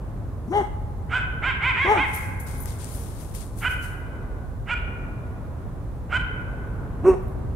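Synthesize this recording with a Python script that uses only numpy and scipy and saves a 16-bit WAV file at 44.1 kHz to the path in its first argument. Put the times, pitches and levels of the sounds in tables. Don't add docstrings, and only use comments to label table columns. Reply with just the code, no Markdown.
import sys
import numpy as np
from scipy import signal
from scipy.fft import rfft, irfft, next_fast_len
from scipy.io import wavfile
from scipy.ndimage import uniform_filter1d, map_coordinates

SR = 44100
rng = np.random.default_rng(int(sys.argv[2]) if len(sys.argv) > 2 else 0)


def convert_level_to_amplitude(level_db):
    exponent = np.asarray(level_db, float) / 20
    return 10 ** exponent


def wrap_up_sound(samples):
    columns = np.atleast_2d(samples).T
    tamed = np.clip(columns, -1, 1)
    steps = np.round(tamed * 32767).astype(np.int16)
    wavfile.write(sys.argv[1], SR, steps)


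N = 332955

# t/s, level/dB
TRAFFIC = [
    (0.0, 0),
    (2.0, 0.8),
    (3.5, -0.5),
    (6.0, 0.86),
    (7.55, 3.5),
]
# f/Hz, level/dB
RUMBLE = [(12, -36), (20, -17), (43, 2.5), (65, -0.5), (92, -0.5), (119, -4), (195, -14), (222, -21),
          (350, -24.5), (460, -39), (770, -120)]
HUM = [(150, -6.5), (250, 2.5), (344, -3.5), (380, -1), (592, -5), (852, -9), (1040, -9), (1820, -22),
       (3500, -37.5), (4550, -60.5), (7700, -120)]
HISS = [(1760, -28), (3000, -8), (3440, -2.5), (3950, -1.5), (4900, -5), (9510, -3), (15600, -8.5)]
# f/Hz, likeness/0-1
ALIKE = [(25, 0.15), (60, 0.86), (180, 0.87), (550, 0.75), (1650, 0.26), (5000, .09)]

# t/s, level/dB, rise t/s, fade/dB per s, low crunch level/dB
SCUFFS = [(2.09, -52, .09, 79, -1), (2.138, -40.5, .012, 86, -4), (2.4, -43, .008, 289, -10),
          (2.47, -47.5, .015, 48, 0.5), (2.63, -45.5, .06, 493, -12.5), (2.678, -47, .03, 108, 2),
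          (2.798, -50, .015, 20.5, 3.5), (2.95, -44, .12, 102, -8), (3.0, -47.5, .02, 77, -23),
          (3.21, -47, .05, 159, -2), (3.35, -41.5, .015, 200, -1.5), (3.41, -46.5, .03, 180, 0),
          (3.59, -44, .035, 139, -4.5), (3.709, -47, .05, 150, -3.5), (3.83, -46, .03, 125, -3)]
# f/Hz, level/dB
CRISP = [(3530, -71), (6000, -13), (7880, -8.5), (9060, -12), (9550, -1.5), (13200, -7), (14700, -22),
         (15600, -11.5)]
CRUNCH = [(1470, 2), (2500, 1), (2920, 0.5), (3520, 1.5), (7830, 3), (9000, 11), (11700, -30),
          (19800, -120)]
TWIG = [(2000, 0), (4000, -16), (9000, 4), (12500, -1), (15500, -13)]
# t/s, peak level/dB
SNAPS = [(2.1384, -51), (2.1501, -21), (2.3998, -43), (2.4683, -44), (2.6574, -19), (2.7886, -31),
         (2.835, -36), (2.8452, -20.5), (2.9994, -41), (3.2088, -42), (3.342, -30), (3.348, -29.5),
         (3.5748, -31), (3.8236, -42.5)]

# t/s, peak level/dB, second tag level/dB, high ring level/dB
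CLINKS = [(2.1438, -29.5, -6.5, -21.5), (2.4013, -40.5, -7, -17), (2.4294, -42, -5, -32),
          (2.5795, -39.5, -12, -24), (2.5795, -45, -15, -7.5), (2.603, -38, -1.5, -26),
          (2.621, -45.5, -2, -32), (2.6405, -48, -17.5, -20.5), (2.9133, -45, -8, -30),
          (3.3149, -60, 0, -15), (3.6177, -52, -2, -22), (7.225, -56.5, -6.5, -22), (7.2744, -56, -4, -29),
          (7.3194, -61, -10, -18)]
# f/Hz, level/dB, t60/s
TAG_MODES = [(8320, -14, .12), (9300, -12, .08), (10510, .1, .14), (10690, -5, .1), (11950, 6, .14),
             (12020, 3, .12), (15200, 8, .1)]

# f/Hz, t60/s
WOOD_DECAY = [(300, 2.6), (800, 2.24), (1500, 2.08), (3000, 1.08), (6000, 0.12), (12000, .25)]
# f/Hz, level/dB
SCATTER = [(380, -9), (800, -1), (1500, 0), (3000, 1), (6000, 3)]

# t/s, f/Hz, level/dB, jaw closed/0-1
WOOFS = [
    [(.475, 163.6, -25, .95), (.495, 257.2, -37, .95), (.512, 337.8, -24, .85), (.535, 393, -25.5, .15),
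     (.575, 423.6, -17, 0.17), (.603, 402.3, -25, .23), (.63, 348, -16.5, .7)],
    [(1.845, 318.3, -25, .6), (1.865, 368.7, -26, .4), (1.892, 407.4, -18.5, .2), (1.922, 435.5, -13.5, .2),
     (1.948, 404.3, -23.5, .03), (1.973, 351.6, -24.5, .35), (2.03, 225, -34.5, .76)],
    [(7.02, 198.7, -37, .95), (7.04, 312.6, -28, .6), (7.06, 367.5, -15.5, .75), (7.084, 383.6, -8, .99),
     (7.107, 376.4, -12, .86), (7.127, 369, -23, 0.68), (7.155, 337, -23.5, 0.4)],
]
# left minus right level/dB, half-pitch level/dB, breath level/dB, tongue f/Hz, tongue level/dB
DOG_COLOUR = [
    (5.5, -32, -33, 510, 0.5),
    (4, -20, -31.5, 1150, 6.5),
    (-1.2, -8, -40.5, 2650, 10),
]
# f/Hz, level/dB
OPEN_THROAT = [(150, -17), (420, -7.5), (830, 2), (1250, -20.5), (1650, -21), (2100, -17), (2500, -60),
               (2950, -18), (3400, -31.5), (4500, -53.5)]
SHUT_THROAT = [(150, 14), (250, 20.5), (380, -3.8), (560, -22.5), (760, -29.5), (1000, -20.5), (1500, -38),
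               (1900, -50.5), (2650, -53.5), (3100, -83.5), (4500, -78)]
DOG_BREATH = [(2590, -56), (4400, -45.5), (5260, -9), (5700, -2), (7690, -8.5), (8550, -1.5),
              (10200, -15.5), (11000, -11.5), (11600, -15), (15500, -24)]
# echo level/dB, then the most hoarseness as noise share/0-1
DOG_ECHO_DB = (-14, -12.5, -16)
DOG_HOARSE = (.18, .28, .5)

# top t/s, top f/Hz, level/dB, rise t/s, fall t/s
BARKS = [
    (1.164, 511.5, -22.5, .066, 0.049),
    (3.67, 506.4, -22, 0.056, 0.031),
    (4.727, 488.2, -24, .058, 0.034),
    (6.165, 512.5, -20.5, 0.061, 0.028),
]
YIPS = [
    (1.482, 537.4, -23, 0.056, .058),
    (1.683, 526, -22, .066, .058),
    (1.836, 553.7, -23, .076, .068),
    (2.022, 547, -23.5, .062, .054),
]
# echo level/dB, muzzle raised at the top/0-1, half-pitch level/dB, tongue f/Hz, tongue level/dB
BARK_COLOUR = [(-4, 0.3, -13, 3140, 4.5), (-4.5, 0.34, -19, 2920, 6.5), (-5, 0.32, -30, 2750, 8),
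               (-5, 0.28, -18, 3030, 6)]
YIP_COLOUR = [(-3.5, 0.47, -11, 2600, 2.4), (-3, 0.69, -36, 2280, 3.4), (-4.5, 0.76, -32, 1850, 9.1),
              (-6, 0.72, -23, 2400, 2.2)]
# sag, drop_db and muzzle hold (start, end, rise power, fall power) away from the top;
# breath_db and pan_db are level/dB; lift is how far the opening jaw raises resonances with the pitch
BARK_SHAPE = dict(sag=(.2, 0.082, 1.212, 2.05), drop_db=(21.8, 22, 2.38, 2.24), muzzle=(.12, 0.25, 1, 1),
              breath_db=-31.5, pan_db=-4.5, lift=0.42)
YIP_SHAPE = dict(sag=(.27, .35, 1.6, 1.9), drop_db=(11, 23, 4.7, 2.8), muzzle=(.15, .05, 1, 1),
             breath_db=-36.5, pan_db=-4, lift=0.25)
BARK_RASP = (.9, .05, .45)
YIP_RASP = (.6, .03, .4)
BARK_CLEAR = (.27, .3, .5, .33)
YIP_CLEAR = (.9, 1.0, 1.5, 1.4)
# f/Hz, level/dB
BARK_THROAT = [(450, -46.5), (740, 0), (1000, -9.5), (1200, -14), (1480, 16), (1950, -14), (2330, 0),
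               (2700, -17), (3030, -8), (3500, -27), (4300, -37.5), (5500, -55)]
HOWL_THROAT = [(450, -42), (800, -19), (1050, -6), (1300, -13), (1650, -17), (1900, -10), (2200, 0),
               (2450, -4), (2750, -14), (3100, -13), (3700, -18), (4200, -36), (5500, -48)]
COYOTE_BREATH = [(2470, -45), (4200, -9.5), (4610, -5.5), (4900, -5), (5490, -8.5), (6660, -10.5),
                 (7370, -2.5), (12000, -26.5), (15600, -59), (22000, -120)]

PORT_LAG = 8


def unit(x):
    return x / np.sqrt(np.mean(x ** 2) + 1e-20)


def along(points, hz):
    f, v = np.transpose(points)
    return np.interp(np.log(hz + 1), np.log(f + 1), v)


def curves(rows, t):
    s, *cols = np.transpose(rows)
    return [np.interp(t, s, c) for c in cols]


def wobble(rate, size):
    knots = rng.standard_normal(int(size * rate / SR) + 4)
    return map_coordinates(knots, [np.arange(size) * rate / SR])


def coloured(x, spectrum):
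    size = x.shape[-1]
    m = next_fast_len(size + 2048)
    gain = convert_level_to_amplitude(along(spectrum, np.fft.rfftfreq(m, 1 / SR)))
    return unit(irfft(rfft(x, m) * gain, m)[..., :size])


def spread(spectrum, alike):
    turn = np.arccos(np.clip(along(alike, np.fft.rfftfreq(N, 1 / SR)), 0, 1)) / 2
    pair = rfft(coloured(rng.standard_normal((2, N)), spectrum))
    mid, side = irfft(pair * [np.cos(turn), np.sin(turn)], N)
    return np.array([mid + side, mid - side])


def background():
    swell_db, = curves(TRAFFIC, np.arange(N) / SR)
    rumble_db = -32 + swell_db + 0.22 * wobble(2.73, N)
    hum_db = -43 + 0.3 * swell_db + 1.42 * wobble(3.45, N)
    rumble = convert_level_to_amplitude(rumble_db) * spread(RUMBLE, ALIKE)
    road = rumble + convert_level_to_amplitude(hum_db) * spread(HUM, ALIKE)
    hiss = convert_level_to_amplitude(-64.5) * spread(HISS, [(3000, 0.046)])
    return road * convert_level_to_amplitude([[-.4], [.4]]) + hiss


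def grains():
    return rng.standard_normal(N) * convert_level_to_amplitude(2.1 * wobble(900, N) + 0.75 * wobble(40, N))


def leaves():
    t = np.arange(0, N / SR, .001)
    strokes = []
    for s, db, rise_s, fade, _ in SCUFFS:
        fall_db = np.where(t < s, 20 * (s - t) / rise_s, fade * (t - s))
        strokes.append(convert_level_to_amplitude(2 * (db - fall_db)))
    strokes = np.array(strokes)
    powers = strokes.sum(axis=0), convert_level_to_amplitude(2 * np.array(SCUFFS)[:, -1]) @ strokes
    crisp, crunch = (np.interp(np.arange(N) / SR, t, np.sqrt(power)) for power in powers)

    def layer():
        return crisp * coloured(grains(), CRISP) + crunch * coloured(grains(), CRUNCH)

    near, far = layer(), layer()
    tick = np.arange(800) / SR
    for s, db in SNAPS:
        crack = coloured(rng.standard_normal(len(tick)), TWIG) * convert_level_to_amplitude(-60 * tick / 0.013)
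        near[round(s * SR):][:len(tick)] += convert_level_to_amplitude(db - 9.5) * crack
    right = convert_level_to_amplitude(-46) * np.roll(near, PORT_LAG) + convert_level_to_amplitude(-7) * far
    return convert_level_to_amplitude(3.5) * np.array([near, right])


def collar():
    out, t = np.zeros(N + SR), np.arange(SR // 4) / SR
    for s, db, second_db, ring_db in CLINKS:
        for hz, level, t60 in TAG_MODES:
            part_db = ring_db if hz > 14000 else second_db if hz > 11300 else 0
            ring = np.sin(2 * np.pi * hz * t + rng.uniform(0, 6))
            ring *= convert_level_to_amplitude(6 * wobble(220, len(t)))
            out[round(s * SR):][:len(t)] += convert_level_to_amplitude(db + level + part_db - 9.5 - 60 * t / t60) * ring
    return out[:N] * convert_level_to_amplitude([[3.5], [-6]])


def echoes(x, gap_s, near_db):
    hz, t, z = signal.stft(rng.standard_normal((2, int(1.9 * SR))), SR, nperseg=256)
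    decay = convert_level_to_amplitude(-60 * t / along(WOOD_DECAY, hz)[:, None]) + convert_level_to_amplitude(near_db - 60 * t / 0.44)
    tail = signal.istft(z * decay, SR, nperseg=256)[1]
    tail *= np.clip(np.arange(tail.shape[1]) / SR / gap_s, 0, 1) ** 2
    return signal.fftconvolve(x[None], tail / np.sqrt(SR * .1), axes=1)


def call(controls, throats, breath, fill, blur, lift, half_db, breath_db, tongue_hz, tongue_db):
    t, pitch, level_db, mouth, rasp = controls
    size = len(t)
    pitch, mouth = (uniform_filter1d(c, size=520, mode="nearest") for c in (pitch, mouth))
    level_db = uniform_filter1d(level_db, size=300, mode="nearest")
    phase = 2 * np.pi * np.cumsum(pitch * (1 + .008 * wobble(150, size))) / SR
    lifted = (pitch.max() / pitch) ** lift
    voice, power = np.zeros(size), np.zeros(size)
    for k in np.arange(2, 25) / 2:
        open_db, shut_db = (along(throat, k * pitch * lifted) for throat in throats)
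        throat_db = open_db + np.clip(mouth, 0, 1) * (shut_db - open_db)
        throat_db += tongue_db * np.exp(-((k * pitch - tongue_hz) / 260) ** 2)
        share = 1 - (1 - rasp) ** (1 + (k / blur) ** 2)
        half = k % 1 > 0
        line_db = throat_db + half_db * half + 2.5 * wobble(45, size) * (k > 2)
        clear = np.sqrt(1 - share) * convert_level_to_amplitude(line_db)
        hoarse = np.sqrt(share / 2) * convert_level_to_amplitude(fill * throat_db)
        smear = (wobble(350, size) + 1j * wobble(350, size)) / np.sqrt(2)
        turn = np.exp(1j * (k * phase + rng.uniform(0, 2 * np.pi)))
        voice += np.real((clear + hoarse * smear) * turn)
        power += (clear ** 2 + hoarse ** 2) / 2
    voice /= np.sqrt(uniform_filter1d(power, size=900))
    puff = coloured(rng.standard_normal(size) * (1 + 0.2 * np.cos(phase)), breath)
    edge = np.clip(np.minimum((t - t[0]) / .008, (t[-1] - t) / .02), 0, 1)
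    return edge * convert_level_to_amplitude(level_db) * (voice + convert_level_to_amplitude(breath_db) * puff)


def animal(calls, voice, gap_s, near_db, slap_s, slap_db):
    out = np.zeros((2, N + 3 * SR))
    for controls, pan_db, echo_db, *colour in calls:
        x = call(controls, *voice, *colour)
        at = round(controls[0][0] * SR)
        out[0, at:][:len(x)] += convert_level_to_amplitude(pan_db / 2) * x
        out[1, at + PORT_LAG * (pan_db > 2):][:len(x)] += convert_level_to_amplitude(-pan_db / 2) * x
        x = irfft(rfft(x) * convert_level_to_amplitude(along(SCATTER, np.fft.rfftfreq(len(x), 1 / SR))), len(x))
        out[:, at + round(slap_s * SR):][:, :len(x)] += convert_level_to_amplitude(slap_db + echo_db) * x
        wet = convert_level_to_amplitude(echo_db) * echoes(x, gap_s, near_db)
        out[:, at:][:, :wet.shape[1]] += wet
    return out[:, :N]


def woof(rows, hoarse):
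    t = np.arange(round(rows[0][0] * SR), round(rows[-1][0] * SR)) / SR
    pitch, level_db, jaw = curves(rows, t)
    strain = 22 * (1 - pitch / pitch.max()) ** 2
    return t, pitch, level_db, jaw, np.minimum(.02 + strain, hoarse)


def dog():
    calls = []
    for rows, hoarse, echo_db, (pan_db, *colour) in zip(WOOFS, DOG_HOARSE, DOG_ECHO_DB, DOG_COLOUR):
        calls.append((woof(rows, hoarse), pan_db, echo_db, 0, *colour))
    voice = ((OPEN_THROAT, SHUT_THROAT), DOG_BREATH, .82, 2.3)
    return animal(calls, voice, gap_s=0.018, near_db=12.0, slap_s=.062, slap_db=-3.5)


def arch(row, muzzle_top, shape, rasp, knee):
    top_s, top_hz, level_db, rise_s, fall_s = row
    start_s = top_s - 1.25 * rise_s
    t = np.arange(round(start_s * SR), round((top_s + fall_s) * SR)) / SR
    rising = t < top_s
    away = np.abs(t - top_s) / np.where(rising, rise_s, fall_s)

    def bend(distance, start, end, up, down):
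        return np.where(rising, start * distance ** up, end * distance ** down)

    level_db = level_db - bend(away, *shape["drop_db"])
    near = np.minimum(away, 1)
    pitch = top_hz * (1 - bend(near, *shape["sag"]))
    muzzle = muzzle_top - bend(near, *shape["muzzle"])
    start, clear, end = rasp
    rough = bend(near, start - clear, end - clear, 3, 3)
    noise = clear + rough * (1 + knee ** 3) / (near ** 3 + knee ** 3)
    return t, pitch, level_db, muzzle, noise


def coyote():
    kinds = [(BARKS, BARK_COLOUR, BARK_CLEAR, BARK_SHAPE, BARK_RASP),
             (YIPS, YIP_COLOUR, YIP_CLEAR, YIP_SHAPE, YIP_RASP)]
    calls = []
    for rows, colours, knees, shape, rasp in kinds:
        for row, (echo_db, muzzle, half_db, *tongue), knee in zip(rows, colours, knees):
            controls = arch(row, muzzle, shape, rasp, knee)
            calls.append((controls, shape["pan_db"], echo_db, shape["lift"], half_db,
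                          shape["breath_db"], *tongue))
    voice = ((BARK_THROAT, HOWL_THROAT), COYOTE_BREATH, .85, 11)
    return animal(calls, voice, gap_s=0.04, near_db=0.5, slap_s=.043, slap_db=-9.5)


def scene():
    return background() + leaves() + collar() + dog() + coyote()


def top_cut(x):
    return signal.sosfilt(signal.butter(12, 15780, fs=SR, output="sos"), x)


def record(dry):
    hz = np.fft.rfftfreq(N, 1 / SR)
    dip = 1 - .9 * np.exp(-((hz - 7920) / 45) ** 2)
    mix = irfft(rfft(dry) * dip * (hz < 15770), N)
    return top_cut(mix)


dry = scene()
out = record(dry)
wrap_up_sound(out)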